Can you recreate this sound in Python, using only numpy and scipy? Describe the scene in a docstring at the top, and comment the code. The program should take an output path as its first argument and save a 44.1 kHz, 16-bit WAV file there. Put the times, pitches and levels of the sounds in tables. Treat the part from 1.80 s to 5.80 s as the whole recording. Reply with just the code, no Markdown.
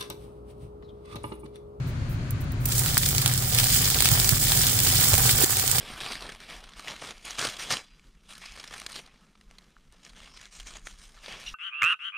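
"""Hot oil on roast pork

Hot oil is poured from a steel pot over roast pork, close to a phone in a small kitchen where an appliance
hums. A few drops spit, then the stream lands: moisture in the skin boils off as fizz, crackle and lower
pops, and the hollow of the pot resonates. Blisters crack, pockets of fat pop and air thuds on the
microphone. Near the end the level dips briefly."""
import sys
import numpy as np
from scipy import signal
from scipy.fft import rfft, irfft
from scipy.io import wavfile
from scipy.ndimage import uniform_filter1d

SR = 44100
rng = np.random.default_rng(int(sys.argv[2]) if len(sys.argv) > 2 else 0)


def int16_out(signal):
    """Quantize to a 16-bit WAV file."""
    q = np.round(np.clip(np.atleast_2d(signal).T, -1, 1) * 32767)
    wavfile.write(sys.argv[1], SR, q.astype(np.int16))


N = 176400
T = np.arange(N) / SR
ROOM_T60_S, PORT_LAG_S = .065, .0001  # reverberation time; later arrival at the left microphone port


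def undb(db):
    """Amplitude ratio: a factor of ten for every 20 dB."""
    return 10 ** (np.asarray(db) / 20)


def unit(x):
    """Normalisation to an rms of 1."""
    return x / np.sqrt(np.mean(x ** 2))


def curve(table, column=1):
    """Linear interpolation of one column over time."""
    rows = np.array(table)
    return np.interp(T, rows[:, 0], rows[:, column])


def pan(left_db):
    """Constant-power panning: two gains from a left-right level difference."""
    gains = undb(np.array([[.5], [-.5]]) * left_db)
    return gains / np.sqrt(np.mean(gains ** 2, axis=0))


def drift(rate_hz):
    """Low-pass noise: a smooth random fluctuation of rms 1."""
    width = max(int(SR / rate_hz), 1)
    smoothed = uniform_filter1d(rng.standard_normal(N), width, mode="wrap")
    return unit(uniform_filter1d(smoothed, width, mode="wrap"))


def colour(x, points, size=8192):
    """Minimum-phase filtering through points of f/Hz, gain/dB."""
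    hz, db = np.array(points).T
    f = np.arange(size // 2 + 1) * SR / size
    gain = undb(np.interp(np.log(f + 1), np.log(hz), db))
    cepstrum = irfft(np.log(gain))
    cepstrum[1:size // 2] *= 2  # folding makes the response causal
    response = irfft(np.exp(rfft(cepstrum[:size // 2], size)))
    return signal.fftconvolve(np.atleast_2d(x), response[None], axes=1)[:, :N]


def kitchen(x, echo_db, t60_s=ROOM_T60_S, onset_s=.00055, spots=6, block=128):
    """Diffuse reflection from stove and walls: each spot on the roast has its own decaying response."""
    t = T[:N // 16]
    decay = np.exp(-np.log(1000) * t / t60_s) * np.clip(t / onset_s, 0, 1)
    active_spot = np.repeat(rng.integers(0, spots, N // block + 1), block)[:N]
    echo = 0
    for spot in range(spots):
        tail = rng.standard_normal((2, len(t))) * decay / np.sqrt(np.sum(decay ** 2))
        share = np.sin(np.pi / 2 * uniform_filter1d(1. 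* (active_spot == spot), block))
        echo = echo + signal.oaconvolve(x * share, tail, axes=1)[:, :N]
    return x + undb(echo_db) * echo


# Spectral density of the appliance's air noise: f/Hz, relative level/dB
AIR_SPECTRUM = [(15, -28), (25, -10.5), (48, -4.5), (74, -8), (110, 0.5), (155, -4.5), (200, -16.5),
                (264, -15), (335, -25), (382, -22.5), (440, -31.5), (569, -25.5), (761, -34), (1440, -31.5),
                (1820, -35.5), (2200, -35.5), (3500, -43), (4400, -41), (5500, -49), (6600, -46.5),
                (8000, -57), (10000, -58), (14000, -73)]
# Side signal of that noise relative to the mid signal: f/Hz, level/dB
AIR_SIDE = [(60, -18), (130, -16.5), (300, -11.5), (1000, 0), (3000, 0)]
# Motor partials: f/Hz, relative level/dB
MOTOR_PARTIALS = [(125, -35.5), (376, -56.5), (742, -63.5)]
# Envelope of air and motor together: t/s, gain/dB
HUM_ENVELOPE = [(0, -0.5), (0.7, 0.5), (1.6, -0.5), (2.5, 0.5), (3.5, 1.5), (3.63, -2.5), (3.66, -7),
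                (4, -3)]


def appliance(air_db=-29.5):
    """Broadband air noise plus a motor's line spectrum, wavering in amplitude and phase."""
    mid, side = unit(colour(rng.standard_normal((2, N)), AIR_SPECTRUM))
    air = undb(air_db) * (mid + np.array([[1], [-1]]) * colour(side, AIR_SIDE))
    motor = 0
    for hz, db in MOTOR_PARTIALS:
        amplitude = np.sqrt(2) * undb(db + 3.0 * drift(2.7))
        motor = motor + amplitude * np.sin(2 * np.pi * hz * T + 1.26 * drift(8.4))
    return (air + motor) * undb(curve(HUM_ENVELOPE)) * pan(left_db=2.5)


# First drops: t/s, duration/s, level/dB
SPITS = [(0.061, .035, -54), (0.284, .048, -52), (0.5065, .0025, -28), (0.603, .016, -46.5),
         (0.639, .003, -50), (0.719, .003, -38), (0.795, .05, -50), (0.8545, .006, -20), (0.864, .02, -37),
         (0.885, .005, -28)]
# Spectrum of their hiss: f/Hz, relative level/dB
SPIT_SPECTRUM = [(1000, -17), (3000, -13), (6000, -7), (9000, -3.5), (13000, 0), (15500, 0)]


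def spits(attack_share=.3, release_share=.3):
    """Flash boiling: each stray drop gives a short, bright hiss that decays exponentially."""
    envelope = 0
    for start, length, db in SPITS:
        attack = np.clip((T - start) / (attack_share * length), 0, 1)
        release = np.exp(-np.maximum(T - start - length, 0) / (release_share * length))
        envelope = envelope + undb(db) * attack * release
    hiss = unit(colour(rng.standard_normal((2, N)), SPIT_SPECTRUM))
    return kitchen(envelope * hiss, echo_db=-10)


def bursts(times, hz, gains, q, scatter, lags_s, scatter_s=.00065, size=256):
    """Damped resonators, each excited by an impulse and its glancing echoes from meat and pot."""
    snap = scatter * rng.standard_normal((len(times), 2, size)) * np.exp(-T[:size] / scatter_s)
    snap[:, :, 0] = 1  # direct sound
    f = np.arange(size // 2 + 1) * SR / size
    s = 1j * f / hz[:, None]
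    resonance = s / q / (1 + s / q + s * s)
    wave = irfft(rfft(snap) * resonance[:, None])
    wave /= np.sqrt((wave ** 2).sum(axis=2).mean(axis=1))[:, None, None]  # unit energy
    channels = []
    for side, arrivals in enumerate((times + lags_s, times)):
        samples = (np.abs(arrivals) * SR).astype(int)[:, None] + np.arange(size)
        pressure = wave[:, side] * gains[side][:, None]
        channels.append(np.bincount(samples.ravel(), pressure.ravel(), N)[:N])
    return np.array(channels)


def bubbles(count, centre_hz, octaves, q, spread_db, cap_db=12.5, width_db=5):
    """Shot noise of steam bubbles; a level spread gives many weak bursts and a few strong ones."""
    when, rank = rng.random((count, 2)).T
    pitch, place = rng.standard_normal((count, 2)).T
    hz = centre_hz * 2 ** (octaves * pitch)
    gains = undb(np.minimum(-spread_db * np.log(rank), cap_db)) * pan(width_db * place)
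    lags_s = PORT_LAG_S - .00006 * place  # bubbles lie at different angles to the ports
    return unit(bursts(when * N / SR, hz, gains, q, scatter=.24, lags_s=lags_s))


def pot(x, hz=757, q=9.8, ring_db=10):
    """Cavity resonance: the hollow of the steel pot rings with the frying."""
    return x + undb(ring_db) * signal.lfilter(*signal.iirpeak(hz, q, fs=SR), x)


# Boiling of the skin, in relative levels: t/s, fizz level/dB, crackle level/dB, pop level/dB
BOILING = [(0.88, -39.5, -49, -47), (0.92, -29, -33, -46.5), (1.0, -26, -49, -43.5),
           (1.12, -30, -34.5, -43), (1.25, -27.5, -34, -46.5), (1.41, -29.5, -37.5, -43),
           (1.49, -30.5, -40, -38.5), (1.57, -31.5, -36.5, -46.5), (1.71, -29, -36.5, -46),
           (1.74, -28, -30, -40), (1.95, -21, -30, -42.5), (2.12, -26, -30.5, -41), (2.25, -26.5, -29, -40),
           (2.45, -23, -33.5, -37.5), (2.58, -26, -37.5, -46), (2.76, -23.5, -30, -38.5),
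           (3.03, -24.5, -32.5, -42), (3.23, -21.5, -28, -37.5), (3.36, -23, -47, -36.5),
           (3.48, -21.5, -27, -37), (3.55, -26, -34, -39), (3.635, -19.5, -36.5, -34.5),
           (3.66, -23.5, -43, -36.5), (3.85, -26.5, -38.5, -40.5), (4.0, -26, -32, -36)]
# Spectral shaping of the frying: f/Hz, gain/dB
FRYING_RESPONSE = [(250, -3.5), (400, 5), (500, 3.5), (610, -5.5), (920, -5), (1300, 2), (2100, 1.5),
                   (2550, -2), (2900, 0.5), (3200, 2.5), (4000, 0), (4800, 1.5), (6000, -2.5), (7300, -1.5),
                   (10000, -4), (12500, -0.5), (15500, 3.5)]


def frying(lands_s=.825, spreads_s=.059, flutter_db=1.2):
    """Boiling: three bubble swarms add incoherently and flutter as the oil runs over fresh skin."""
    fizz = bubbles(count=5500, centre_hz=7700, octaves=.18, q=1.65, spread_db=0)
    crackle = bubbles(count=1800, centre_hz=4500, octaves=.38, q=1.6, spread_db=2.5)
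    pops = bubbles(count=1800, centre_hz=1560, octaves=.7, q=.88, spread_db=3)
    fizz *= undb(curve(BOILING, column=1) - 2 + flutter_db * drift(135))
    crackle *= undb(curve(BOILING, column=2) + flutter_db * drift(68))
    pops *= undb(curve(BOILING, column=3) + 3.5)
    wetted = np.clip((T - lands_s) / spreads_s, 0, 1)
    sizzle = (fizz + crackle + pops) * undb(.33 * drift(47)) * wetted
    return colour(pot(kitchen(sizzle, echo_db=-3.5)), FRYING_RESPONSE)


# Bursting blisters: t/s, relative level/dB, f/Hz, left-right difference/dB
BLISTERS = [(0.9213, -21, 6300, -1), (0.9817, -20, 8000, 0), (0.9935, -20, 6700, 0), (1.0614, -21, 6100, 1),
            (1.1708, -21, 3400, 0), (1.1786, -11.5, 7500, -1), (1.2614, -19.5, 6800, 3),
            (1.2886, -19, 11000, 0), (1.3493, -22, 4700, -1), (1.3815, -15.5, 4700, -2),
            (1.4184, -22.5, 7000, -1), (1.4607, -13, 3800, -2), (1.478, -18, 5900, -2),
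            (1.538, -22, 7400, -1), (1.5777, -21, 8000, -2), (1.7482, -18, 4700, 0), (1.7868, -14, 4000, 5),
            (1.7998, -18, 4900, 3), (1.842, -20, 3800, -2), (2.1022, -17, 7500, -2), (2.145, -20, 4500, -2),
            (2.2055, -14, 4200, 1), (2.2228, -14, 5700, 0), (2.2465, -19, 6700, -1), (2.2567, -13, 4200, 1),
            (2.2884, -17, 4300, 1), (2.3154, -18, 7800, 2), (2.3995, -15, 5100, 1), (2.4454, -18, 5300, -1),
            (2.492, -11, 7000, 3), (2.6283, -19, 9800, 4), (2.7197, -16, 3700, 1), (2.8684, -17, 5800, 2),
            (2.9902, -18, 5700, -2), (3.0022, -18, 7300, 1), (3.0718, -20, 5600, 1), (3.3346, -16, 6100, 1),
            (3.3404, -15, 2400, 0), (3.3522, -17, 5400, -2), (3.3804, -15, 7400, -4),
            (3.5129, -18, 4900, 3), (3.6443, -16, 6000, 6), (3.7698, -21, 6500, -1),
            (3.7971, -18, 6000, -4), (3.8779, -19, 6000, -8), (3.9146, -16, 7000, -6),
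            (3.9836, -17, 5200, -5)]


def blisters():
    """Impulsive rupture: each blister tears open in about a millisecond with a broadband crack."""
    times, db, hz, left_db = np.array(BLISTERS, float).T
    gains = 8 * undb(db + 2) * pan(left_db)
    cracks = bursts(times, hz, gains, q=.85, scatter=.42, lags_s=PORT_LAG_S / 2)
    return kitchen(cracks, echo_db=-5, t60_s=.035)


def puffs(table, rise_cycles):
    """Pressure pulses: each puff of gas drives the air for a cycle or two under a Gaussian envelope."""
    pressure = 0
    for start, hz, db, left_db in table:
        cycles = np.maximum(T - start, 0) * hz
        swell = np.exp(-(cycles / rise_cycles - 1) ** 2)
        pressure = pressure + undb(db) * pan(left_db) * np.sin(2 * np.pi * cycles) * swell
    return pressure


# Larger pockets of fat popping: t/s, f/Hz, level/dB, left-right difference/dB
FAT_POPS = [(1.0609, 1600, -22, 2), (1.1707, 1680, -9.5, 0), (1.4606, 1200, -17, -1),
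            (2.2055, 1000, -20, 1), (2.2228, 1500, -19, 0), (2.5238, 1300, -20, -12),
            (2.5337, 1300, -19, -20), (2.5697, 1800, -21, 1), (2.7197, 1200, -18, 1),
            (2.8105, 1900, -19, -3), (3.1481, 1800, -21, -1), (3.2375, 1600, -19, 3),
            (3.3315, 1100, -19, 0), (3.3345, 480, -21, -2), (3.3403, 750, -16, 0), (3.7311, 1800, -18, 0)]


def fat_pops():
    """Sudden expansion: a pocket of fat releases gas and radiates a pulse into the room."""
    return kitchen(puffs(FAT_POPS, rise_cycles=.7), echo_db=-9)


# Air striking the microphone: t/s, f/Hz, level/dB, left-right difference/dB
THUDS = [(2.315, 115, -14, -9), (2.523, 125, -14, -14), (3.334, 95, -14, -1), (3.6368, 330, -16, -16),
         (3.643, 400, -23, -10)]


def thuds():
    """Local pressure: air pushes directly on the microphone, giving dull pulses without echo."""
    return puffs(THUDS, rise_cycles=.85)


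def dip(start_s=3.6455, depth_db=-6, recovery_s=.03):
    """Transient attenuation: the gain drops abruptly after the last thud and recovers exponentially."""
    return undb(depth_db * (T > start_s) * np.exp(-np.abs(T - start_s) / recovery_s))


def scene():
    """Superposition: all sources add, and the dip acts on their sum."""
    return (frying() + blisters() + fat_pops() + spits() + thuds() + appliance()) * dip()


# Frequency response of the right microphone port: f/Hz, gain/dB
RIGHT_PORT_RESPONSE = [(300, 1), (1300, -1.5), (2400, 0), (6300, 0), (8300, 6), (10000, 5), (12000, 1),
                       (13300, 3), (15500, 10)]


def record(dry, cutoff_hz=15700):
    """Transducer response: the right port lifts the treble, then peaks are clipped and the top is cut."""
    heard = np.clip(np.vstack([dry[0], colour(dry[1], RIGHT_PORT_RESPONSE)]), -1, 1)
    low_pass = signal.ellip(10, .2, 70, cutoff_hz, fs=SR, output="sos")
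    return signal.sosfilt(low_pass, heard)


dry = scene()
out = record(dry)
int16_out(out)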